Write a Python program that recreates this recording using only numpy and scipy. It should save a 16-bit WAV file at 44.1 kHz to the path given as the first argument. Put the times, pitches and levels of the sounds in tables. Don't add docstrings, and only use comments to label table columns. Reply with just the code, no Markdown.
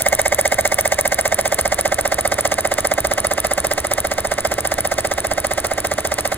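import sys
import numpy as np
from scipy import signal
from scipy.fft import rfft, irfft, next_fast_len
from scipy.io import wavfile
from scipy.ndimage import uniform_filter1d, minimum_filter1d, map_coordinates

SR = 44100
rng = np.random.default_rng(int(sys.argv[2]) if len(sys.argv) > 2 else 0)


def wrap_up_sound(samples):
    columns = np.atleast_2d(samples).T
    tamed = np.clip(columns, -1, 1)
    steps = np.round(tamed * 32767).astype(np.int16)
    wavfile.write(sys.argv[1], SR, steps)


N = 280917

# time in seconds, turns per second.
FLYWHEEL_SPEED = [(0.0, 15.2), (0.067, 15.448), (0.786, 14.935), (2.842, 15.132), (4.112, 14.891),
                  (4.848, 15.013), (5.076, 15.214), (5.912, 14.804)]
# time in seconds, place (0 beside the boiler, 1 behind the chimney),
# distance in metres.
MIC_PATH = [(0, 0, 0.17), (1, 0.1, 0.22), (1.8, 0.81, 0.2), (3.2, 1, .2), (4.6, 0.92, 0.27), (5.1, 1, 0.24),
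            (6.3, 0.94, 0.26)]
# frequency in Hz, level in dB.
AIR_COLOUR = [(25, 0.5), (38, -4), (58, 5.5), (120, -3.5), (160, -7), (250, -5), (600, -5.5), (1000, -9.5),
              (2000, -10.5), (2700, -17), (3800, -17.5), (6000, -29), (10000, -20.5), (16000, -50)]
# pitch in Hz, level in dB.
HUM_TONES = [(302, -44.5), (360, -46), (436, -48.5)]
# delay from the turn's start in seconds,
# level in dB, brightness in dB per octave.
CRANK_HITS = [(-.0248, -26, 4.5), (-.01708, -20, 5), (-.00941, -10, 2.5), (-.00735, -5, -3),
              (-.00483, -11, -3), (-.00371, 1.06, 1.63), (.00301, -12, 1.7), (.02353, -27, -8.5)]
# pitch in Hz, width in Hz (narrow rings longer), level
# in dB.
HIGH_RINGS = [(1970, 14, 5), (3680, 43, 0), (3788, 7.1, 4.5), (3830, 10, -2), (4773, 120, 0),
              (6910, 79, 2)]
# pitch in Hz, width in Hz, level in dB beside
# the boiler, level in dB behind the chimney.
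TIN_TONES = [(194.4, 31, 0, 2.5), (323.6, 99, -8.5, -1.2), (341.5, 49, -8.5, 0), (435.9, 17.3, 10, 12.5),
             (526, 209, 11, 11.5), (546.7, 121.3, 16, 15.5), (655.6, 40, 20, 18.5), (797.2, 59.6, 7.5, 6),
             (934.5, 38.6, 4, 0.7), (1101, 20, -15, -1), (1172, 52, 0.5, 1.5), (1288.5, 42, -3, 7.5),
             (1560, 37.4, 3.5, 2.5), (1724, 16.6, 1.5, 0.5), (1834, 158, 3, -0.5), (1872, 16, 1, -2.5),
             (1954, 63, -31, -8), (2161, 111, 10.5, 3), (2227, 105, 2.5, -8)]
# delay from the turn's start in seconds,
# level in dB, then rise, hold and fall in seconds.
EXHAUST_PUFFS = [(-.0042, -2, .008, 0.00046, 0.01), (-.0035, -7, 0.035, 0.014, 0.044),
                 (.0325, -24, 0.021, .003, 0.073)]
# frequency in Hz, level in dB.
CHUFF_COLOUR = [(250, -15), (450, -1), (620, 0), (1000, -8), (2050, -8), (2450, -8), (3800, -12),
                (5200, -8), (6300, -2.5), (7000, -4.5), (9000, -9), (11000, -13), (14000, -12),
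                (16000, -22.5)]
# frequency in Hz, change in dB.
CHIMNEY_SHADE = [(2500, 0), (3800, -0.5), (4700, 1), (5600, -2), (7000, -4.5), (10000, -2), (14000, -4.5)]
VALVE_PUFFS = [(.0178, 0, .0035, .0017, .0065)]
# frequency in Hz, level in dB.
SPIT_COLOUR = [(2000, -20.5), (5000, -20.5), (7000, -15.5), (8500, -11.5), (9700, -0.8), (11000, -2.5),
               (12500, -6.5), (14000, -14), (15200, -19), (16500, -38)]
# time in seconds, change in dB.
SPIT_ACCENTS = [(1.35, 2.5), (1.94, 3.5), (3.94, 6.5), (4.81, 4.5), (5.27, 3.5), (5.8, -1), (6.14, 1.5)]
# pitch in Hz, width in Hz, level in dB.
BENCH_TONES = [(72.5, 22.5, 6.5), (109.8, 15.3, 2.5), (204, 18, -2)]
# frequency in Hz, left minus right in dB.
LEFT_LOUDER = [(60, -1), (110, 0), (200, -1), (380, -1.5), (700, -7), (1290, -4), (2380, -0.5), (4400, 0.5),
               (8120, 0), (15000, 0.5)]
# frequency in Hz, lead in radians.
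LEFT_AHEAD = [(0, 0), (400, -.3), (860, -1), (1120, -.1), (2150, 1), (2410, 2), (3270, 1.9), (3790, 1.1),
              (4600, 1.9), (5400, 3.1), (7670, 6), (9000, 6.6), (11700, 9.4), (13000, 10.5), (14500, 12.3),
              (16200, 12.7)]
# frequency in Hz, seconds to fade by 60 dB.
ROOM_FADE = [(150, 0.14), (1500, 0.13), (12000, 0.067)]


def amp(db):
    return 10 ** (np.asarray(db) / 20)


def along(points, hz):
    freqs, values = np.transpose(points)
    return np.interp(np.log(hz + 1), np.log(freqs + 1), values)


def curves(rows):
    seconds, *columns = np.transpose(rows)
    return [np.interp(np.arange(N) / SR, seconds, column) for column in columns]


def wobble(rate):
    points = rng.standard_normal(int(N * rate / SR) + 4)
    return map_coordinates(points, [np.arange(N) * rate / SR])


def filtered(x, response):
    size = next_fast_len(N + SR // 2)
    return irfft(rfft(x, size) * response(np.fft.rfftfreq(size, 1 / SR)), size)[..., :N]


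def noise(colour):
    hiss = filtered(rng.standard_normal(N), lambda hz: amp(along(colour, hz)))
    return hiss / np.sqrt(np.mean(hiss ** 2) + 1e-20)


def ringing(tones, hz):
    return sum((-1) ** k * amp(db) * 1j * hz * width / (pitch ** 2 - hz ** 2 + 1j * hz * width)
               for k, (pitch, width, db) in enumerate(tones))


def turn_starts():
    turns = np.cumsum(curves(FLYWHEEL_SPEED)[0]) / SR - .035
    return np.interp(np.arange(int(turns[-1]) + 1), turns, np.arange(N) / SR)


def clicks(times, scatter_db, scatter_s):
    size, slip = rng.standard_normal((len(times), 2)).T
    at = np.round((times + scatter_s * slip) * SR).astype(int)
    inside = (at >= 0) & (at < N)
    return np.bincount(at[inside], amp(scatter_db * size[inside]), N)


def airflow(times, puffs, scatter_db, scatter_s):
    reach = SR // 15
    t = np.arange(-reach, reach) / SR
    flow = 0
    for start, db, rise, hold, fall in puffs:
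        before, after = np.maximum(start - t, 0), np.maximum(t - start - hold, 0)
        flow = flow + amp(db - 60 * before / rise - 60 * after / fall)
    return signal.fftconvolve(clicks(times, scatter_db, scatter_s), flow)[reach:][:N]


def leak_and_rumble():
    left_right = np.array([noise(AIR_COLOUR), noise(AIR_COLOUR)])
    all_round = filtered(left_right, lambda hz: hz / (hz + 250))
    return amp(-34 + 0.56 * wobble(25)) * stereo_mic(noise(AIR_COLOUR)) + amp(-37.5) * all_round


def low_tones():
    t = np.arange(N) / SR
    hum = 0
    for hz, db in HUM_TONES:
        level = np.sqrt(2) * amp(db + .8 * wobble(2.9))
        hum = hum + level * np.sin(2 * np.pi * hz * t + 0.6 * wobble(4))
    return hum


def crank_knocks(times, place):
    force = 0
    for delay, db, brightness in CRANK_HITS:
        colour = lambda hz: amp(db + brightness * np.log2(np.maximum(hz, 300) / 1000))
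        hits = clicks(times, scatter_db=0.55, scatter_s=.00003)
        force = force + filtered(hits, lambda hz: colour(hz) * np.exp(-2j * np.pi * hz * delay))
    high_rings = amp(-11.5) * filtered(force, lambda hz: ringing(HIGH_RINGS, hz))
    force = filtered(force, lambda hz: 1 / (1 + (hz / 4000) ** 4))
    tin = np.array(TIN_TONES)
    boiler_side = filtered(force, lambda hz: ringing(tin[:, [0, 1, 2]], hz))
    chimney_side = filtered(force, lambda hz: ringing(tin[:, [0, 1, 3]], hz))
    return (1 - place) * boiler_side + place * chimney_side + high_rings


def exhaust_chuff(times, place):
    puffs = airflow(times, EXHAUST_PUFFS, scatter_db=1.14, scatter_s=.0001) * noise(CHUFF_COLOUR)
    shaded = filtered(puffs, lambda hz: amp(along(CHIMNEY_SHADE, hz)))
    return (1 - place) * puffs + place * shaded


def valve_spit(times):
    hiss = noise(SPIT_COLOUR)
    treble = filtered(hiss, lambda hz: 1 / (1 + (12000 / (hz + 1)) ** 16))
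    hiss = hiss - treble + amp(-0.5 + 3.8 * wobble(11)) * treble
    sputter = amp(1.3 * wobble(900))
    t = np.arange(N) / SR
    half_turn = np.diff(times).mean() / 2
    accent_db = sum(db * (np.abs(t - when) < half_turn) for when, db in SPIT_ACCENTS)
    jets = airflow(times, VALVE_PUFFS, scatter_db=1.4, scatter_s=0.000084)
    return amp(accent_db) * jets * sputter * hiss


def bench_thump(times):
    pushes = clicks(times + .0225, scatter_db=0.5, scatter_s=0.00058)
    bench = lambda hz: sum(ringing([tone], hz) for tone in BENCH_TONES)
    bass_band = lambda hz: 1 / (1 + (45 / (hz + 1)) ** 6) / (1 + (hz / 170) ** 4)
    return amp(19.5) * filtered(pushes, lambda hz: bench(hz) * bass_band(hz))


def stereo_mic(x):
    def left_and_right(hz):
        lead = np.interp(hz, *np.transpose(LEFT_AHEAD))
        left = amp(along(LEFT_LOUDER, hz) / 2) * np.exp(.5j * lead)
        return np.array([left, 1 / left])
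    return filtered(x, left_and_right)


def engine_echoes(x):
    t = np.arange(SR // 50) / SR
    echoes = rng.standard_normal((2, len(t))) * amp(-60 * t / 0.033)
    return signal.fftconvolve(x[None], echoes / np.linalg.norm(echoes[0]), axes=1)[:, :N]


def workshop_echo(x):
    hz, t, spectrum = signal.stft(rng.standard_normal((2, SR // 3)), SR, nperseg=256)
    fade = amp(-60 * t / along(ROOM_FADE, hz)[:, None])
    tail = signal.istft(spectrum * fade, SR, nperseg=256)[1]
    return signal.fftconvolve(x[None], tail / np.linalg.norm(tail[0]), axes=1)[:, :N]


def scene():
    times = turn_starts()
    place, metres = curves(MIC_PATH)
    place = np.clip(place, 0, 1)
    nearness = .2 / metres
    knock = nearness * amp(18.5 - 0.22 * place) * crank_knocks(times, place)
    chuff = amp(-17.5 - 0.94 * place) * exhaust_chuff(times, place)
    spit = nearness * amp(-11 - 3 * place) * valve_spit(times)
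    hum = amp(-6 * (1 - place)) * low_tones()
    direct = stereo_mic(knock + chuff + spit + bench_thump(times) + hum)
    bounced = engine_echoes(amp(-9) * chuff + amp(-17) * spit)
    room = workshop_echo(amp(-16.5) * knock + amp(-21) * chuff + amp(-20) * spit)
    return direct + bounced + room + leak_and_rumble()


def record(dry):
    ceiling, top_hz = .96, 16200
    needed = np.minimum(1, ceiling / (np.abs(dry).max(axis=0) + 1e-9))
    gain = uniform_filter1d(minimum_filter1d(needed, size=200), size=200)
    return filtered(dry * gain, lambda hz: hz < top_hz)


dry = scene()
out = record(dry)
wrap_up_sound(out)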